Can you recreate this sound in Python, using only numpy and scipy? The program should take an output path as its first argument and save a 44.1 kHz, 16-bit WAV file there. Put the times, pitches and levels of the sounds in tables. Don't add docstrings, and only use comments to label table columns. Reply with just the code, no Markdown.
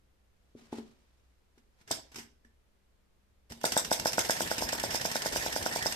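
import sys
import numpy as np
from scipy import signal
from scipy.fft import rfft, irfft
from scipy.io import wavfile
from scipy.ndimage import uniform_filter1d

SR = 44100
rng = np.random.default_rng(int(sys.argv[2]) if len(sys.argv) > 2 else 0)


def output_pcm(signal):
    pcm = np.clip(np.atleast_2d(signal).T, -1, 1) * 32767
    wavfile.write(sys.argv[1], SR, np.round(pcm).astype(np.int16))


N = 262395
PADDED = 288000

# port_opens_s, pop_db, blast_after_ms, blast_db, valve_plate_snap_db
TURNS = [(1.908, -23.5, 4.6, -32.5, -21), (3.64, -16, 11, -24, -57), (3.765, -15.5, 10.3, -27.5, -20),
         (3.914, -14, 11, -28, -27), (4.056, -15.5, 11.8, -27, -30), (4.18, -15.5, 10.2, -25.5, -24.5),
         (4.295, -16.5, 11.3, -25, -19.5), (4.405, -19.5, 10.2, -31, -45), (4.513, -19.5, 8.2, -38, -32),
         (4.621, -20.5, 9.5, -32.5, -47), (4.728, -22, 5.5, -48, -29.5), (4.837, -20, 4.3, -40, -50),
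         (4.945, -21.5, 9, -31, -26.5), (5.051, -21, 5.5, -31, -31.5), (5.155, -20.5, 7.8, -32.5, -34),
         (5.258, -21, 5.7, -31.5, -38), (5.359, -20.5, 7.9, -31.5, -52), (5.461, -21.5, 7, -47, -44),
         (5.561, -20, 8.6, -38, -35), (5.661, -19.5, 7.3, -42, -27), (5.759, -21, 10.4, -40.5, -31),
         (5.858, -19.5, 8.2, -31.5, -30)]
# pitch_hz, width_hz, level_db
CYLINDER_MODES = [(235, 74, -12.5), (331, 38, -15), (529.7, 19.6, -13.5), (661, 138, 5), (865, 120, 2),
                  (1529, 200, 0)]
# pitch_hz, width_hz, level_db
FRAME_MODES = [(4820, 260, -10), (5250, 300, -9), (5900, 350, -13), (8500, 600, -12)]
# freq_hz, density_db
JET_SPECTRUM = [(1200, -17), (2000, -4), (3000, -7), (3700, 0), (4300, -7.5), (4900, 5.5), (5500, 5),
                (7000, -2.5), (8800, -6), (9600, -11), (11800, -6.5), (13800, -6.5), (14500, -34.5),
                (16400, -51)]
# freq_hz, density_db
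BODY_SPECTRUM = [(59, -32.5), (100, -1.5), (446, -3.5), (584, -18.5), (654, -5), (947, -5.5), (1210, -12),
                 (1490, -2), (2260, -5.5), (3000, -13.5), (3900, -13), (6600, -120)]
# freq_hz, density_db
SNAP_SPECTRUM = [(2000, -7), (5000, -3), (8400, 6.0), (9800, -8.5), (13500, -5), (14800, -48)]
# start_s, level_db, t60_s
CLACKS = [(1.579, -67, .063), (1.812, -63.5, 0.07), (1.8756, -55, 0.52), (2.1172, -58.5, 0.12),
          (2.1445, -50, 0.058), (2.158, -43.5, 0.14), (2.1844, -48, .19), (2.448, -71, .1),
          (3.496, -64, .13), (3.5097, -54, 0.053), (3.5203, -42.5, 0.049), (3.613, -44.5, 0.036),
          (3.7199, -28.5, 0.1), (3.8471, -33, 0.073), (3.9976, -24.5, 0.024), (4.131, -30, .062),
          (4.2494, -35, 0.093), (4.3653, -38, 0.19), (4.4743, -36, 0.067), (4.5813, -30, .059),
          (4.6892, -30, 0.044), (4.798, -26, 0.026), (4.9054, -35.5, 0.24), (5.0117, -30, .054),
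          (5.1147, -30.5, 0.055), (5.22, -30.5, .052), (5.323, -35.5, 0.19), (5.4245, -35.5, 0.11),
          (5.526, -31, 0.056), (5.6253, -35, 0.075), (5.7236, -36, .12), (5.825, -29, 0.039),
          (5.923, -30.5, 0.044)]
# freq_hz, density_db
RATTLE_SPECTRUM = [(1200, -29), (2000, -15), (2800, 1.5), (4000, -6), (5300, 2.5), (6800, -2), (8400, -6.5),
                   (9700, -12.5), (11600, -6.5), (13900, -13), (14600, -30), (16000, -46.5)]
# pitch_hz, width_hz, level_db
JOLT_MODES = [(75, 83, 3.9), (140, 15, 1.5), (232.3, 4.2, 7)]
# start_s, level_db, t60_s
ROD_TOUCHED = [(1.578, -61, .035), (2.445, -55, .04)]
# freq_hz, density_db
ROD_SPECTRUM = [(1200, -13.5), (1620, -3.5), (1750, 8.0), (1950, 5.0), (2400, -60)]
# time_s, level_db
RUB_CURVE = [(3.5, -53), (3.6, -67.5), (3.635, -51), (3.69, -56), (3.76, -39.5), (3.83, -51.5),
             (4.01, -48.5), (4.24, -42), (4.51, -43.5), (4.85, -44), (5.4, -42), (5.95, -43.5)]
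# freq_hz, density_db
RUB_SPECTRUM = [(18, -34), (30, 10), (230, -4), (379, -3), (518, -2.5), (945, -1.5), (1230, -14),
                (1770, -7), (4090, -8.5), (5450, -10.5), (9430, -15), (14000, -15), (15500, -78)]
# start_s, level_db, brightness_db, lasting_ring_db
KNOCKS = [(0.55, -38.5, -46, -10.5), (0.619, -53.5, -25, 0.5), (0.726, -25.5, -1.5, -11),
          (0.74, -35, -2, -14), (0.783, -29.5, -8.5, -8), (0.797, -41, -3, -7.5), (1.575, -53, -7, -9.5),
          (2.182, -40.5, -23.5, -10), (2.447, -57.5, -22, -3), (3.509, -45.5, -20, -8.5)]
# pitch_hz, width_hz, level_db
TABLE_MODES = [(229.2, 12, 0), (132, 56, -26.5), (274, 100, -5), (404, 92, 3.5), (555, 100, -3),
               (890, 220, 0)]
# loudest_s, level_db, swell_db_per_s, fade_db_per_s
BRUSH = [(.58, -65, 800, 58.5), (.715, -72, 48, 200), (.728, -52.5, 1600, 262), (.774, -58, 700, 302),
         (.87, -73.5, 300, 25), (1.582, -72.5, 600, 402), (1.816, -65.5, 260.5, 700.5),
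         (1.875, -63.5, 1498.5, 1499), (2.14, -61, 501, 300)]
# freq_hz, density_db
BRUSH_SPECTRUM = [(300, 9), (2000, 2.5), (5500, -1), (7000, -4.5), (14000, -16.5), (14800, -40.5)]
# freq_hz, t60_s
ROOM_DECAY = [(200, 0.43), (530, 0.38), (1390, 0.31), (3680, 0.34), (8000, 0.27), (13000, 0.21)]
# freq_hz, left_minus_right_db
PORTS_TILT = [(60, 0.5), (600, 0.5), (1200, -3.5), (2400, -3), (4000, -1.5), (5100, -9.5), (6800, -1),
              (8300, 15.5), (9300, 5.5), (10400, -0.5), (13000, 1)]
# pitch_hz, level_db
HUM = [(64, -74), (200, -88.5)]
# freq_hz, density_db
QUIET_SPECTRUM = [(12, -19.5), (25, 1), (45, -7), (70, -5), (125, -15.5), (200, -19.5), (490, -20.5),
                  (730, -25.5), (1950, -29.5), (8000, -38.5), (13900, -42), (14600, -49.5), (16000, -72)]
# freq_hz, likeness_0_to_1
QUIET_LIKENESS = [(30, 1), (90, 0.23), (200, 0.37), (1000, 0.017)]

START_S = 3.5
LEAK_DB, TOP_MODE_DB = -27, -3
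IDLE_LEAK_DB, IDLE_TOP_MODE_DB = -38, -40.5
WEAK_LEAK_DB, WARMS_S = -22, 0.077
BLAST_T60_TURNS, SLOWEST_TURN_S, LAST_TURN_S = 1.05, 0.15, 0.12
DRUM_DB, DRUM_T60_TURNS = -36.5, 0.81
SNAP_RISE_S = 0.00025
USUAL_CLACK_DB = -33
LOW_DB, LOW_DB_PER_DB = -36, 0.82
JOLT_DB, JOLT_SPREAD_DB, JOLT_DB_PER_DB = -44.5, 1.5, 0.75
SHOVE_DB = -37.5
ROD_FROM_S = 4.3
ROD_LEAD_S, ROD_DB, ROD_T60_S, ROD_SPREAD_DB = 0.0185, -32.5, 0.14, 3
QUIET_DB = -69.5
LAG_SAMPLES = 10
EDGE_HZ = 16300


def gain_of(db):
    return 10 ** (np.asarray(db) / 20)


def evened(x):
    return x / np.sqrt(np.mean(x ** 2) + 1e-20)


def read(points, hz):
    f, value = np.transpose(points)
    return np.interp(np.log(hz + 1), np.log(f + 1), value)


def follow(rows):
    s, db = np.transpose(rows)
    return gain_of(np.interp(np.arange(N) / SR, s, db, -120, -120))


def coloured(x, points):
    gain = gain_of(read(points, np.fft.rfftfreq(PADDED, 1 / SR)))
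    return irfft(rfft(x, PADDED) * evened(gain))[..., :N]


def ports(x):
    return np.array([x, np.roll(x, LAG_SAMPLES)])


def noise(same):
    a, b = rng.standard_normal((2, N))
    same = np.clip(same, 0, 1)
    left, right = ports(a)
    return np.array([left, same * right + np.sqrt(1 - same ** 2) * b])


def ringing(modes, soft_s, lead=0.51):
    t = np.arange(8000) / SR
    ring = np.zeros(len(t))
    for hz, width_hz, db in modes:
        decay = np.exp(-np.pi * width_hz * t)
        ring += gain_of(db) * decay * np.sin(2 * np.pi * hz * t + lead)
    blow = np.exp(-(t[:400] / soft_s - 3) ** 2)
    ring = np.convolve(ring, blow)[:8000]
    return ring / abs(ring).max()


def struck(s, db, sound):
    train = np.zeros(N)
    np.add.at(train, np.round(s * SR).astype(int), gain_of(db))
    return signal.oaconvolve(train, sound)[:N]


def bursts(s, db, t60_s, rise_s):
    out, t = np.zeros(N + SR // 2), np.arange(SR // 2) / SR
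    for start_s, level_db, fall_s in zip(s, db, t60_s * np.ones(len(s))):
        fall = gain_of(level_db - 60 * t / max(fall_s, 0.005))
        out[round(start_s * SR):][:len(t)] += fall * (1 - np.exp(-t / rise_s))
    return out[:N]


def flutter(depth_db, hz):
    return gain_of(depth_db * evened(uniform_filter1d(rng.standard_normal(N), int(SR / hz))))


def patchy(x, depth_db):
    hz, t, z = signal.stft(x, SR, nperseg=256)
    patches = rng.standard_normal((len(t), len(hz))).T
    patches = uniform_filter1d(patches, size=4, axis=0)
    patches = evened(uniform_filter1d(patches, size=9, axis=1))
    return signal.istft(z * gain_of(depth_db * patches), SR, nperseg=256)[1][:, :N]


def turn_s():
    s = np.transpose(TURNS)[0]
    return np.minimum(np.diff(s, append=s[-1] + LAST_TURN_S), SLOWEST_TURN_S)


def pops():
    s, db = np.transpose(TURNS)[:2]
    top_mode_db = np.where(s > START_S, TOP_MODE_DB, IDLE_TOP_MODE_DB)
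    luck = rng.standard_normal((len(s), len(CYLINDER_MODES) + 1))
    pop = np.zeros(N)
    for start_s, level_db, top_db, chance in zip(s, db, top_mode_db, luck):
        modes = np.array(CYLINDER_MODES, float)
        modes[:, 0] *= 1 + 0.024 * chance[:-1]
        low = gain_of(1.5) * ringing(modes[:-1], soft_s=0.00021, lead=1.795)
        top = gain_of(top_db + 2.2 * chance[-1]) * ringing(modes[-1:], soft_s=0.00019, lead=1.55)
        part = pop[round((start_s + 0.0012) * SR):][:len(low)]
        part += gain_of(level_db) * (low + top)[:len(part)]
    return ports(pop)


def leaks():
    s = np.transpose(TURNS)[0]
    db = np.where(s > START_S, LEAK_DB, IDLE_LEAK_DB)
    db = db + WEAK_LEAK_DB * np.exp(-abs(s - START_S) / WARMS_S)
    return coloured(noise(0.24) * bursts(s - 0.007, db, 0.084, rise_s=0.0049), JET_SPECTRUM)


def blasts():
    s, _, after_ms, db, _ = np.transpose(TURNS)
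    s = s + after_ms * 1e-3
    air = noise(0.13) * flutter(2.18, 292) * bursts(s, db, BLAST_T60_TURNS * turn_s(), rise_s=0.00071)
    brass = ringing(FRAME_MODES, soft_s=0.00002)
    frame = signal.oaconvolve(air, brass[None] / np.linalg.norm(brass))[:, :N]
    drum = bursts(s, np.full(len(s), DRUM_DB), DRUM_T60_TURNS * turn_s(), rise_s=0.0021)
    body = coloured(noise(0.54) * drum, BODY_SPECTRUM)
    return coloured(air, JET_SPECTRUM) + gain_of(-14.5) * frame + body


def snaps():
    s, _, after_ms, _, db = np.transpose(TURNS)
    snap = bursts(s + after_ms * 1e-3, db, 0.018, rise_s=SNAP_RISE_S)
    return coloured(noise(0.22) * snap, SNAP_SPECTRUM)


def clacks():
    s, db, t60_s = np.transpose(CLACKS)
    over_db = db - USUAL_CLACK_DB
    rattle = noise(0.16) * flutter(0.5, 600) * bursts(s, db, t60_s, rise_s=0.00024)
    low = bursts(s, LOW_DB + LOW_DB_PER_DB * over_db, t60_s * 0.97, rise_s=0.0005)
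    body = coloured(noise(0.35) * low, BODY_SPECTRUM)
    jolt_db = JOLT_DB + JOLT_DB_PER_DB * over_db + JOLT_SPREAD_DB * rng.standard_normal(len(s))
    push_s, push_db = np.append(s - 0.004, START_S + 0.0058), np.append(jolt_db, SHOVE_DB)
    jolt = struck(push_s, push_db, ringing(JOLT_MODES, soft_s=0.0017, lead=0.37))
    return coloured(rattle, RATTLE_SPECTRUM) + body + ports(jolt)


def rod():
    s = np.transpose(CLACKS)[0]
    s = s[s > ROD_FROM_S]
    db = ROD_DB + ROD_SPREAD_DB * rng.standard_normal(len(s))
    ring = bursts(s - ROD_LEAD_S, db, ROD_T60_S, rise_s=0.01)
    ring = ring + bursts(*np.transpose(ROD_TOUCHED), rise_s=0.0031)
    return coloured(noise(0.88) * ring, ROD_SPECTRUM)


def rubbing():
    rub = coloured(noise(0.32) * flutter(2.8, 150), RUB_SPECTRUM)
    happens = rng.random(N) < 300 / SR
    size = gain_of(4 * np.minimum(rng.exponential(1, N), 3)) * happens
    part, t, ticks = rng.integers(0, 16, N), np.arange(300) / SR, np.zeros((2, N))
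    for k, hz in enumerate(np.geomspace(1900., 9000., num=16)):
        ring = gain_of(-60 * t / 0.006) * np.sin(2 * np.pi * hz * t)
        port_gains = rng.uniform(-1.52, 1, (2, 1))
        ticks += signal.oaconvolve(size * (part == k), ring)[:N] * port_gains
    return (rub + gain_of(-16) * evened(ticks)) * follow(RUB_CURVE)


def knocks():
    s, db, bright_db, last_db = np.transpose(KNOCKS)
    low = struck(s + 0.00017, db + 1.5, ringing(TABLE_MODES[1:-1], soft_s=0.00061, lead=-2.7))
    high = struck(s + 0.0013, db + bright_db, ringing(TABLE_MODES[-1:], soft_s=0.00045, lead=0.3))
    lasting = struck(s, db + last_db, ringing(TABLE_MODES[:1], soft_s=0.00076, lead=0.58))
    return low * gain_of([[1.5], [-1.5]]) + high + lasting


def brush():
    t = np.arange(N) / SR
    touches = np.zeros(N)
    for s, db, swell, fade in BRUSH:
        touches += gain_of(db + np.minimum(swell * (t - s), fade * (s - t)))
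    return coloured(noise(0.29) * touches * flutter(2.5, 120), BRUSH_SPECTRUM)


def room(x):
    taps = np.zeros((2, SR // 2))
    at = np.arange(200, SR // 2 - 20, 20)
    at = at + rng.integers(0, 20, (2, len(at)))
    np.put_along_axis(taps, at, rng.choice([-1., 1.], at.shape), 1)
    hz, t, z = signal.stft(taps, SR, nperseg=256)
    decay = gain_of(-60 * t / read(ROOM_DECAY, hz)[:, None])
    tail = signal.istft(z * decay, SR, nperseg=256)[1]
    return signal.fftconvolve(x, tail / np.linalg.norm(tail[0]), axes=1)[:, :N]


def hum():
    waver = evened(uniform_filter1d(rng.standard_normal(N), 6000))
    clock_s = np.cumsum(1 + 0.016 * waver) / SR
    tones = np.zeros(N)
    for hz, db in HUM:
        tones += gain_of(db) * np.sqrt(2) * np.sin(2 * np.pi * hz * clock_s) * flutter(3.1, 3.3)
    return tones


def quiet():
    frames, hz = N // 512 + 5, np.fft.rfftfreq(2048, 1 / SR)
    a, b, c, d = rng.standard_normal((frames, 1025, 4)).T
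    same = np.clip(read(QUIET_LIKENESS, hz), 0, 1)[:, None]
    left, other = a + 1j * b, c + 1j * d
    z = np.array([left, same * left + np.sqrt(1 - same ** 2) * other])
    z = z * gain_of(read(QUIET_SPECTRUM, hz))[:, None]
    floor = signal.istft(z, nperseg=2048, noverlap=1536)[1][:, :N]
    return gain_of(QUIET_DB) * evened(floor)


def scene():
    near = pops() + leaks() + clacks() + rod() + patchy(blasts() + snaps() + rubbing(), depth_db=3.0)
    table = knocks() + brush()
    hz = np.fft.rfftfreq(PADDED, 1 / SR)
    tilt_db = read(PORTS_TILT, hz) / 2
    engine = near + gain_of(-9) * patchy(room(near), depth_db=2.5)
    heard = rfft(engine, PADDED) * gain_of([tilt_db, -tilt_db])
    heard = heard + rfft(table + gain_of(-7.0) * room(table), PADDED)
    apart = hz ** 2 / (hz ** 2 + 210.0 ** 2)
    mid = heard.mean(0)
    heard = mid + apart * (heard - mid)
    heard = heard * hz ** 2 / np.hypot(hz ** 2, 69.0 ** 2)
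    return irfft(heard)[:, :N] + hum() + quiet()


def record(dry):
    lowpass = signal.firwin(511, EDGE_HZ, window=("kaiser", 9), fs=SR)
    return signal.oaconvolve(dry, lowpass[None], "same")


dry = scene()
out = record(dry)
output_pcm(out)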